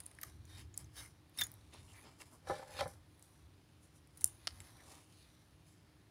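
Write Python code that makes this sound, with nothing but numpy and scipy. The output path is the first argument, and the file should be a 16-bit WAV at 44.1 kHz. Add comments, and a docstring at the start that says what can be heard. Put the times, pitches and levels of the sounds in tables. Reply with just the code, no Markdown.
"""Small room, close microphone: a steel watch is slid off its cushion; the links rub, tick and clink.
Then the cushion is dropped and pushed back into its tin, whose damped modes ring under padded knocks.
Last the folding clasp snaps open and flips over: two hard blows on small resonant parts.
Throughout, fingers and a card tag brush the steel as filtered friction noise.
The hands rumble faintly over room air and a low steady hum."""
import sys
import numpy as np
from scipy import signal
from scipy.fft import rfft, irfft, next_fast_len
from scipy.io import wavfile

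SR = 44100
rng = np.random.default_rng(int(sys.argv[2]) if len(sys.argv) > 2 else 0)


def file_out(sig):
    """Save sig as 16-bit WAV at sys.argv[1]."""
    # one column per channel
    cols = np.atleast_2d(sig).T
    # limit, then scale
    lim = np.clip(cols, -1, 1)
    pcm = np.round(lim * 32767).astype(np.int16)
    wavfile.write(sys.argv[1], SR, pcm)


N = 269043
TIME = np.arange(N) / SR


def from_db(db):
    """Decibels to gain."""
    return 10 ** (np.asarray(db) / 20)


def rms_one(x):
    """Scale to rms 1."""
    return x / np.sqrt(np.mean(x ** 2) + 1e-20)


def energy_one(x):
    """Scale to energy 1."""
    return x / np.sqrt(np.sum(x ** 2) + 1e-20)


def add(out, s, sound):
    """Mix a sound in at time s."""
    at = int(np.clip(s * SR, 0, N - 1))
    out[at:at + len(sound)] += sound[:N - at]


def coloured(x, spectrum):
    """Give a steady signal a spectrum of (Hz, dB) points; rms 1."""
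    hz, db = np.transpose(spectrum)
    size = next_fast_len(N)
    freq = np.maximum(np.fft.rfftfreq(size, 1 / SR), 1)
    gain = from_db(np.interp(np.log(freq), np.log(hz), db, left=-90, right=-90))
    return rms_one(irfft(rfft(x, size) * gain, size)[:N])


def resonate(x, hz, width_hz):
    """One resonance with gain 1 on top."""
    r = np.exp(-np.pi * width_hz / SR)
    zeros = np.array([1, 0, -1]) * (1 - r * r) / 2
    poles = [1, -2 * r * np.cos(2 * np.pi * hz / SR), r * r]
    return signal.lfilter(zeros, poles, x + 1e-18)


def resonances(x, modes):
    """Parallel resonances of alternating sign."""
    return sum((-1) ** k * from_db(db) * resonate(x, hz, width) for k, (hz, width, db) in enumerate(modes))


def low_pass(x, hz):
    """Second-order low-pass."""
    return signal.sosfilt(signal.butter(2, hz, fs=SR, output="sos"), x)


def high_pass(x, hz):
    """Second-order high-pass."""
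    return signal.sosfilt(signal.butter(2, hz, "high", fs=SR, output="sos"), x)


def ring(t, hz, t60):
    """A dying sine."""
    return np.sin(2 * np.pi * hz * t) * from_db(-60 * t / t60)


def contact(t, grind_s, rough):
    """A sharp touch followed by a brief grind of the two surfaces."""
    force = rough * energy_one(rng.standard_normal(len(t)) * np.exp(-t / grind_s))
    force[0] += 1
    return force


def friction(per_s, spread_db, smooth):
    """Tiny slips of uneven size on a smooth hiss."""
    happens = rng.random(N) < per_s / SR
    size_db = spread_db * np.minimum(rng.exponential(1, N), 4)
    slips = happens * rng.choice([-1, 1], N) * from_db(size_db)
    return rms_one(slips) + smooth * rng.standard_normal(N)


def drift(per_s):
    """A random wander of spread 1, turning per_s times a second."""
    knots = rng.standard_normal(2000)
    return rms_one(np.interp(TIME * per_s, np.arange(len(knots)), knots))


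# a movement gains this much over its rise and loses it over its fall; roundness 1 = pointed, 2 = a bell
SWELL_DB, SWELL_ROUNDNESS = 10, 1.37


def strokes(rows, rest_db=-120):
    """Loudness of movements (fastest_s, rise_s, fall_s, level_db) that speed up and slow down over a rest."""
    t = TIME[::20]
    power = from_db(rest_db) ** 2
    for s, rise, fall, db in rows:
        away = np.maximum((s - t) / rise, (t - s) / fall)
        power = power + from_db(db - SWELL_DB * np.minimum(away, 20) ** SWELL_ROUNDNESS) ** 2
    return np.interp(TIME, t, np.sqrt(power))


# steel touching steel, before the room: start_s, level_db [over 1 ms], pitch_hz [of the touched part],
# body_db [share of the watch body against the part], grind_ms
STEEL_TICKS = [(.0030, -40, 9450, -8.5, 3.4), (.0360, -53, 9900, -13, 2.2), (.0590, -48.5, 10000, -24, 2.2),
               (.0635, -39, 9900, -36, 1.2), (0.1135, -52.5, 9600, -4, 2.4),
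               (0.1497, -56.5, 9900, -16, 1.7), (0.1874, -44.5, 1830, -9, 2.3),
               (0.2135, -42.5, 12800, -14, 3), (0.22, -52, 9500, 16, 1.8), (0.232, -35, 12800, -8, 1.7),
               (0.2345, -39, 6550, -2.5, 1.3), (.2350, -42.5, 1210, -25, 1.65),
               (0.453, -57, 6850, -21, 1.9), (0.602, -53, 9450, -3, 2.7), (0.7428, -54.5, 6840, -4, 4.1),
               (0.7763, -32.5, 8100, -32, 1.2), (0.7770, -39.5, 13000, -28, 1.5),
               (0.8437, -55.5, 6100, -10, 2.2), (1.0604, -50.5, 9600, -4, 2.4),
               (1.2955, -64, 13000, -18, 1), (1.375, -42.5, 9970, -8, 4.1), (1.388, -34.5, 10500, -11, 1.1),
               (1.393, -33.5, 10600, -5, 2.9), (1.401, -44, 13500, -8, 1.2), (1.405, -39, 10500, -10, 1.1),
               (1.4110, -28, 14300, -3.5, 1.7), (1.4142, -29.5, 6200, -25, 4),
               (1.436, -32.5, 10400, -26, 1.5), (1.441, -39, 10100, -12, 1.6),
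               (1.4680, -43.5, 10300, -13, 1), (1.5170, -46.5, 14500, -25, 0.67),
               (1.5400, -51, 11300, -16, .8), (1.7394, -52.5, 9200, -14, 2.2), (2.2034, -55, 3880, 15, 2.8),
               (2.219, -48.5, 10000, 12, 1.3), (2.809, -34, 4300, 9, 1.3), (2.878, -48, 10100, -10, 2.8),
               (3.195, -58.5, 10600, -10, 0.59), (3.2254, -51, 8000, -25, 1.3),
               (4.0733, -60.5, 10000, -7, 1.5), (4.173, -46, 10300, -16, 5.8),
               (4.2094, -40, 8700, -20, 4.7), (4.218, -47.5, 9400, -7.5, 1.1),
               (4.6033, -44, 7700, -2.5, 1.7)]
# one bracelet link damped by the fingers: pitch_hz, width_hz, relative level_db
LINK_MODES = [(5500, 780, -29.5), (7150, 1300, -13), (9600, 450, 7.5), (10430, 180, 3.5),
              (9680, 680, -10.5), (13200, 2400, -5), (14500, 1500, -20)]
# the whole watch damped by the fingers: pitch_hz, width_hz, relative level_db
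BODY_MODES = [(667, 72, -4), (1110, 190, -6.5), (2037, 400, 8), (3190, 540, -2.5), (3940, 350, 0.5),
              (4300, 2100, 3), (4630, 1900, 5)]


def ticks(own_q=10, link_db=-1, crack_db=-9, rough_per_ms=1.5):
    """Each contact rings the touched part, the links and the body; the more body it has, the duller it is."""
    out, t = np.zeros(N), TIME[:SR // 40]
    for s, db, hz, body_db, grind_ms in STEEL_TICKS:
        force = contact(t, grind_ms / 1000, rough_per_ms * grind_ms)
        part = energy_one(resonate(force, hz, hz / own_q))
        links = from_db(link_db) * energy_one(resonances(force, LINK_MODES))
        # longer grinding adds a broad bright crack
        crack = from_db(crack_db) * grind_ms * energy_one(np.diff(force, prepend=0))
        body = from_db(body_db)
        tick = part + (links + crack) / (1 + 4.6 * body) + body * energy_one(resonances(force, BODY_MODES))
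        add(out, s, from_db(db) * energy_one(tick) * np.sqrt(SR / 1000))
    return out


# a loose leaf of the clasp rings freely: start_s, pitch_hz, level_db [peak], t60_s
FREE_CLINKS = [(0.7417, 6820, -48.5, 0.025), (1.3855, 5380, -39.5, 0.051), (1.389, 3690, -34, 0.081),
               (1.3985, 3700, -50, .04), (1.4110, 3614, -35, 0.059), (1.41, 6740, -43, 0.1),
               (1.4169, 1700, -31, 0.023), (1.4181, 3550, -26, 0.053), (1.4380, 6770, -40.5, 0.083)]


def clinks():
    """Clear short tones of free steel, each a dying sine."""
    out = np.zeros(N)
    for s, hz, db, t60 in FREE_CLINKS:
        add(out, s, from_db(db) * ring(TIME[:SR // 4], hz, t60))
    return out


def loose_links(quietest_db=-79, range_db=10):
    """Slack links touch faintly at random times, each at a pitch of its own."""
    out, t = np.zeros(N), TIME[:SR // 100]
    for when, pitch, size in rng.random((24, 3)):
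        hz = 5000 + 6000 * pitch
        tick = resonate(contact(t, grind_s=0.0017, rough=4.9), hz, hz / 2)
        peak = from_db(quietest_db + range_db * size)
        add(out, when * N / SR, peak * tick / np.abs(tick).max())
    return out


# the fingers move the watch over cloth, card and skin: fastest_s, rise_s, fall_s,
# sizzle_db [link edges], rasp_db [bracelet], brush_db [soft brushing]; each layer is trimmed where it plays
RUBS_OF_WATCH = [(.06, .13, 0.24, -71.5, -72, -69.5), (0.26, 0.057, 0.072, -62.5, -64.5, -65),
                 (.515, 0.045, 0.073, -64.5, -62, -69), (.59, 0.045, 0.032, -61, -56.5, -63),
                 (.795, 0.031, 0.045, -61.5, -64, -64.5), (0.984, 0.029, 0.073, -53.5, -55, -60.5),
                 (1.41, 0.03, 0.031, -49.5, -45.5, -54.5), (1.47, .06, 0.17, -69.5, -68, -66.5),
                 (1.74, .014, 0.058, -69.5, -57, -60), (1.97, 0.21, 0.14, -66, -70.5, -67),
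                 (2.063, 0.031, 0.052, -78, -59.5, -57), (2.217, 0.024, 0.017, -59, -59.5, -57.5),
                 (2.275, 0.05, 0.038, -70, -72, -75), (2.34, 0.035, 0.038, -66, -76, -63),
                 (2.49, 0.023, 0.14, -60.5, -54.5, -58), (2.75, .1, .06, -61.5, -62, -71),
                 (2.805, 0.041, 0.029, -53, -43, -65), (2.885, .04, 0.068, -61, -66, -65),
                 (3.151, 0.12, 0.11, -78, -89, -88), (3.255, 0.064, 0.16, -70.5, -83, -74.5),
                 (3.84, .025, 0.043, -71, -81, -89), (3.96, 0.018, 0.034, -69, -79, -91),
                 (4.25, 0.073, 0.13, -63.5, -68, -67.5), (4.45, .06, .06, -75, -66.5, -74),
                 (4.64, 0.21, 0.24, -66, -66, -65.5), (4.92, 0.12, 0.1, -62, -63, -60.5),
                 (5.22, 0.22, .27, -73, -71, -81), (5.69, 0.028, 0.092, -71.5, -78, -84)]
# bright spectrum of the link edges: pitch_hz, relative level_db
SIZZLE_SPECTRUM = [(2940, -69), (5000, -6.5), (5300, -8.5), (5900, -3), (6930, -2), (7790, -5),
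                   (10300, 6.5), (11500, -6.5), (14700, -7.5), (16000, -25)]
# lower spectrum of the bracelet: pitch_hz, relative level_db
RASP_SPECTRUM = [(590, -48.5), (1000, -7), (1420, -0.5), (2170, 5), (2550, -1), (3830, 0.5), (4290, 4),
                 (7000, -16), (9100, -31.5), (15400, -120)]
# the closed loop of the bracelet: pitch_hz, width_hz, relative level_db
LOOP_MODES = [(1630, 180, -12.5), (2220, 180, 10.5), (3090, 45, 8.5), (3205, 82, -2), (3680, 79, 2),
              (4410, 210, -4.5), (5250, 68, -4.5)]
# the fingers never rest completely; levels before the trims
HOLD_SIZZLE_DB, HOLD_RASP_DB, HOLD_BRUSH_DB = -87.5, -78, -78


def sliding(sizzle_db=-1.5, rasp_db=-3, loop_db=-4, chain_db=-2):
    """Friction makes the link edges sizzle and the bracelet rasp; the grip trembles a little."""
    sizzle = strokes([(s, rise, fall, db) for s, rise, fall, db, _, _ in RUBS_OF_WATCH], HOLD_SIZZLE_DB)
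    rasp = strokes([(s, rise, fall, db) for s, rise, fall, _, db, _ in RUBS_OF_WATCH], HOLD_RASP_DB)
    slips = friction(per_s=1400, spread_db=3.8, smooth=.8) * from_db(drift(120))
    # every slip also rings the chain's many small damped modes, which change as it bends
    bend = np.array([drift(8) for _ in range(4)])
    shares = bend / np.linalg.norm(bend, axis=0)
    t = TIME[:SR // 40]
    chains = [energy_one(rng.standard_normal(len(t)) * np.exp(-t / .0035)) for _ in bend]
    rung = sum(share * signal.fftconvolve(slips, chain)[:N] for share, chain in zip(shares, chains))
    slips = slips + from_db(chain_db) * rung
    low = coloured(slips, RASP_SPECTRUM) + from_db(loop_db) * rms_one(resonances(slips, LOOP_MODES))
    edges = from_db(sizzle_db) * sizzle * coloured(slips, SIZZLE_SPECTRUM)
    return edges + from_db(rasp_db) * rasp * rms_one(low)


# skin and cloth catch on the steel and sing briefly: start_s, length_s, pitch_hz,
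# width_hz [before slight narrowing], level_db [rms, before the trim]
SINGING_SCUFFS = [(0.475, 0.155, 3716, 60, -67.5), (0.963, 0.057, 3740, 250, -59.5),
                  (0.964, 0.12, 2100, 350, -67.5), (0.976, 0.028, 5370, 200, -64),
                  (1.87, 0.064, 2860, 700, -70.5), (1.922, 0.11, 1980, 800, -67),
                  (2.194, 0.039, 2710, 200, -66), (2.635, 0.17, 830, 130, -65),
                  (2.786, 0.039, 3185, 129, -52), (2.783, 0.021, 4170, 250, -52),
                  (4.766, 0.07, 1870, 603, -69), (5.104, 0.19, 4200, 900, -75.5)]


def scuffs(trim_db=-1):
    """Short swells of stick-slip, each through one resonance applied twice."""
    out, slips = np.zeros(N), friction(per_s=1400, spread_db=0.5, smooth=0.75)
    for s, length, hz, width, db in SINGING_SCUFFS:
        at, size = int(s * SR), int(length * SR)
        tone = resonate(resonate(slips[at:at + size], hz, 0.96 * width), hz, 0.96 * width)
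        add(out, s, from_db(db + trim_db) * rms_one(tone * signal.windows.tukey(size, .6)))
    return out


# the catch lets go: start_s, level_db [over 1 ms]
CATCH_RELEASES = [(4.2430, -15)]
# the clasp's spring catch: pitch_hz, width_hz, relative level_db
CATCH_MODES = [(5400, 2100, -19), (7520, 320, -9), (9060, 450, -4), (9700, 350, 2.5), (10290, 560, -1.5),
               (11960, 4700, -16.5), (14600, 300, -12)]
# the leaf hits its stop and bounces: start_s, level_db [over 1 ms]
LEAF_BLOWS = [(4.4720, -27), (4.4763, -30)]
# the clasp's folding leaf: pitch_hz, width_hz, relative level_db
LEAF_MODES = [(640, 180, -11.5), (1300, 104, -5), (1870, 540, -9.5), (3020, 320, -4), (3630, 360, -3.5),
              (4350, 680, -3.5), (5200, 380, 1), (6170, 1300, -12.5), (9400, 1200, -13), (10500, 440, -25),
              (14000, 4000, -37)]


def clasp(hits, modes, lowest_hz, rattle):
    """A hard, clean blow on one part of the clasp, with a slight rattle of the hinge."""
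    out, t = np.zeros(N), TIME[:SR // 40]
    for s, db in hits:
        force = contact(t, .0015, rattle)
        part = energy_one(high_pass(resonances(force, modes), lowest_hz))
        add(out, s, from_db(db) * part * np.sqrt(SR / 1000))
    return out


# the lined tin: pitch_hz, relative level_db, t60_s
TIN_MODES = [(103, -27, 0.29), (167.3, -7, 0.095), (248, -24, 0.071), (293, -11, 0.036), (375, -22, 0.15),
             (456, -13, 0.07), (528, 1.5, 0.091), (603, 0.5, 0.079), (795, 7, 0.075), (870, -5, 0.076),
             (1005, -2, 0.074), (1171, -5.5, 0.048), (1340, 7.5, 0.026), (1430, -8, 0.07),
             (1746, -3.5, 0.084), (1800, -1, 0.012), (2028, -1, 0.033), (2350, -7, 0.028),
             (3100, -13, 0.036), (3880, -5, .03), (4420, 3.5, 0.034)]


def tin(t, uneven_db=2):
    """The tin's ring after a unit blow; every spot rings the modes with other strengths."""
    total = 0
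    for hz, db, t60 in TIN_MODES:
        strength = from_db(db + uneven_db * rng.standard_normal()) * rng.choice([-1, 1])
        total = total + strength * ring(t, hz, t60)
    return energy_one(total)


# the cushion knocks in its tin: start_s, level_db [over 10 ms, before the bass cut],
# soft_hz [softness as a cut-off], pitch_hz [of the struck wall]
CUSHION_KNOCKS = [(2.4716, -48.5, 2520, 1340), (2.4970, -35, 1340, 362), (2.501, -41, 1920, 577),
                  (2.5086, -41, 1400, 995), (2.518, -43.5, 1000, 360), (2.5270, -53, 1400, 866),
                  (2.5960, -52, 1500, 830), (2.628, -48, 1200, 892), (2.7900, -41.5, 3520, 815),
                  (2.8076, -36.5, 1790, 559), (2.8150, -41, 1420, 552), (2.8280, -42.5, 705, 740),
                  (2.8575, -42, 900, 595)]
# the cushion slides down the wall of the tin: fastest_s, rise_s, fall_s, level_db [before the scrape trim]
CUSHION_PUSHES = [(2.515, 0.039, 0.11, -42), (2.815, 0.092, 0.08, -45.5)]
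# it skids on after each knock; the level is against the knock, before the scrape trim
SKID_RISE_S, SKID_FALL_S, SKID_DB = 0.004, 0.0098, 2.5


def cushion(wall_db=-4, wall_t60=0.071, scrape_db=-7, lowest_hz=85):
    """The cushion's padded knocks ring the tin, most of all the struck wall, and it scrapes in between."""
    t = TIME[:SR // 4]
    slips = low_pass(friction(per_s=500, spread_db=4.5, smooth=0.35), 1900)
    skids = [(s + SKID_RISE_S, SKID_RISE_S, SKID_FALL_S, db + SKID_DB) for s, db, _, _ in CUSHION_KNOCKS]
    scrape = rms_one(signal.fftconvolve(slips, tin(t))[:N])
    out = from_db(scrape_db) * strokes(CUSHION_PUSHES + skids) * scrape
    for s, db, soft_hz, hz in CUSHION_KNOCKS:
        shell = tin(t) + from_db(wall_db) * energy_one(ring(t, hz, wall_t60))
        force = low_pass(contact(t, grind_s=0.0033, rough=0.31), soft_hz)
        knock = energy_one(signal.fftconvolve(force, shell)[:len(t)])
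        add(out, s, from_db(db) * knock * np.sqrt(SR / 100))
    # the knocks have no deep bass
    return high_pass(out, lowest_hz)


# soft brushing of cushion and card: pitch_hz, relative level_db
BRUSH_SPECTRUM = [(150, -22), (250, -1), (457, -8), (534, -7.5), (644, -6), (853, -5.5), (1050, -6),
                  (1350, -10.5), (3000, -49), (3900, -54.5), (6600, -120)]
# the hands shift their grip: fastest_s, rise_s, fall_s, rumble_db [before the trim]
GRIP_SHIFTS = [(.42, 0.2, 0.1, -54), (.6, 0.089, 0.22, -51.5), (.83, 0.05, 0.061, -49.5),
               (.99, 0.043, 0.17, -56.5), (1.39, .045, .35, -60.5), (1.78, 0.13, 0.24, -58),
               (2.51, 0.036, .047, -53), (2.84, 0.12, 0.18, -55.5), (3.45, .05, .12, -61),
               (4.25, 0.035, 0.13, -57), (4.52, .07, 0.35, -60)]
# moving hands: pitch_hz, relative level_db
RUMBLE_SPECTRUM = [(18, -49.5), (30, -30.5), (54, -7), (92, 2.5), (110, -2.5), (172, -20.5), (259, -26),
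                   (305, -19.5), (400, -26), (520, -59.5), (880, -120)]
HOLD_RUMBLE_DB = -67.5   # between shifts, before the trim


def handling(brush_db=-3, rumble_db=-1):
    """Soft brushing of cushion and card as friction noise, and the low noise of moving hands."""
    loudness = strokes([(s, rise, fall, db) for s, rise, fall, _, _, db in RUBS_OF_WATCH], HOLD_BRUSH_DB)
    brush = loudness * coloured(friction(per_s=900, spread_db=2.5, smooth=0.95), BRUSH_SPECTRUM)
    rumble = strokes(GRIP_SHIFTS, HOLD_RUMBLE_DB) * coloured(rng.standard_normal(N), RUMBLE_SPECTRUM)
    return from_db(brush_db) * brush + from_db(rumble_db) * rumble


# reflections off table and walls: delay_s, level_db
NEAR_ECHOES = [(.0018, -16.5), (0.0127, -21.5), (.0190, -35), (0.019, -45.5), (.0232, -33.5), (.0345, -26)]


def room(x, tail_db=-24, t60=0.13, first_wall_s=0.014, top_db=3):
    """A few near reflections, then a short diffuse tail that is strongest in the top."""
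    t = TIME[:SR // 2]
    tail = from_db(tail_db) * energy_one(rng.standard_normal(len(t)) * from_db(-60 * t / t60) * (t > first_wall_s))
    response = tail + from_db(top_db) * resonate(tail, 9500, 3000)
    for s, db in NEAR_ECHOES:
        add(response, s, from_db([db]))
    return x + signal.fftconvolve(x, response)[:N]


# still room air: pitch_hz, relative level_db
AIR_SPECTRUM = [(18, -50), (30, -22), (70, -2), (95, -6), (157, 2.5), (204, -10), (303, -6), (404, -13),
                (600, -17), (4300, -25.5), (7870, -33), (9710, -28.5), (11700, -35.5), (14800, -34.5),
                (16000, -41.5)]
AIR_DB = -68   # rms
HUM_HZ, HUM_DB = 306.5, -79   # level as rms


def background():
    """Still room air as steady noise, and a faint appliance hum as one sine."""
    hum = from_db(HUM_DB) * np.sqrt(2) * np.sin(2 * np.pi * HUM_HZ * TIME)
    return from_db(AIR_DB) * coloured(rng.standard_normal(N), AIR_SPECTRUM) + hum


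def scene():
    """Watch, tin and hands close to the microphone; the clinks stay dry."""
    catch = clasp(CATCH_RELEASES, CATCH_MODES, lowest_hz=498, rattle=0.37)
    leaf = clasp(LEAF_BLOWS, LEAF_MODES, lowest_hz=300, rattle=.3)
    watch = ticks() + loose_links() + catch + leaf + sliding() + scuffs()
    return (room(watch + cushion()) + clinks() + handling() + background())[None]


def record(dry, cutoff_hz=15800):
    """The top is cut steeply."""
    return signal.sosfilt(signal.ellip(10, .2, 70, cutoff_hz, fs=SR, output="sos"), dry)


dry = scene()
out = record(dry)
file_out(out)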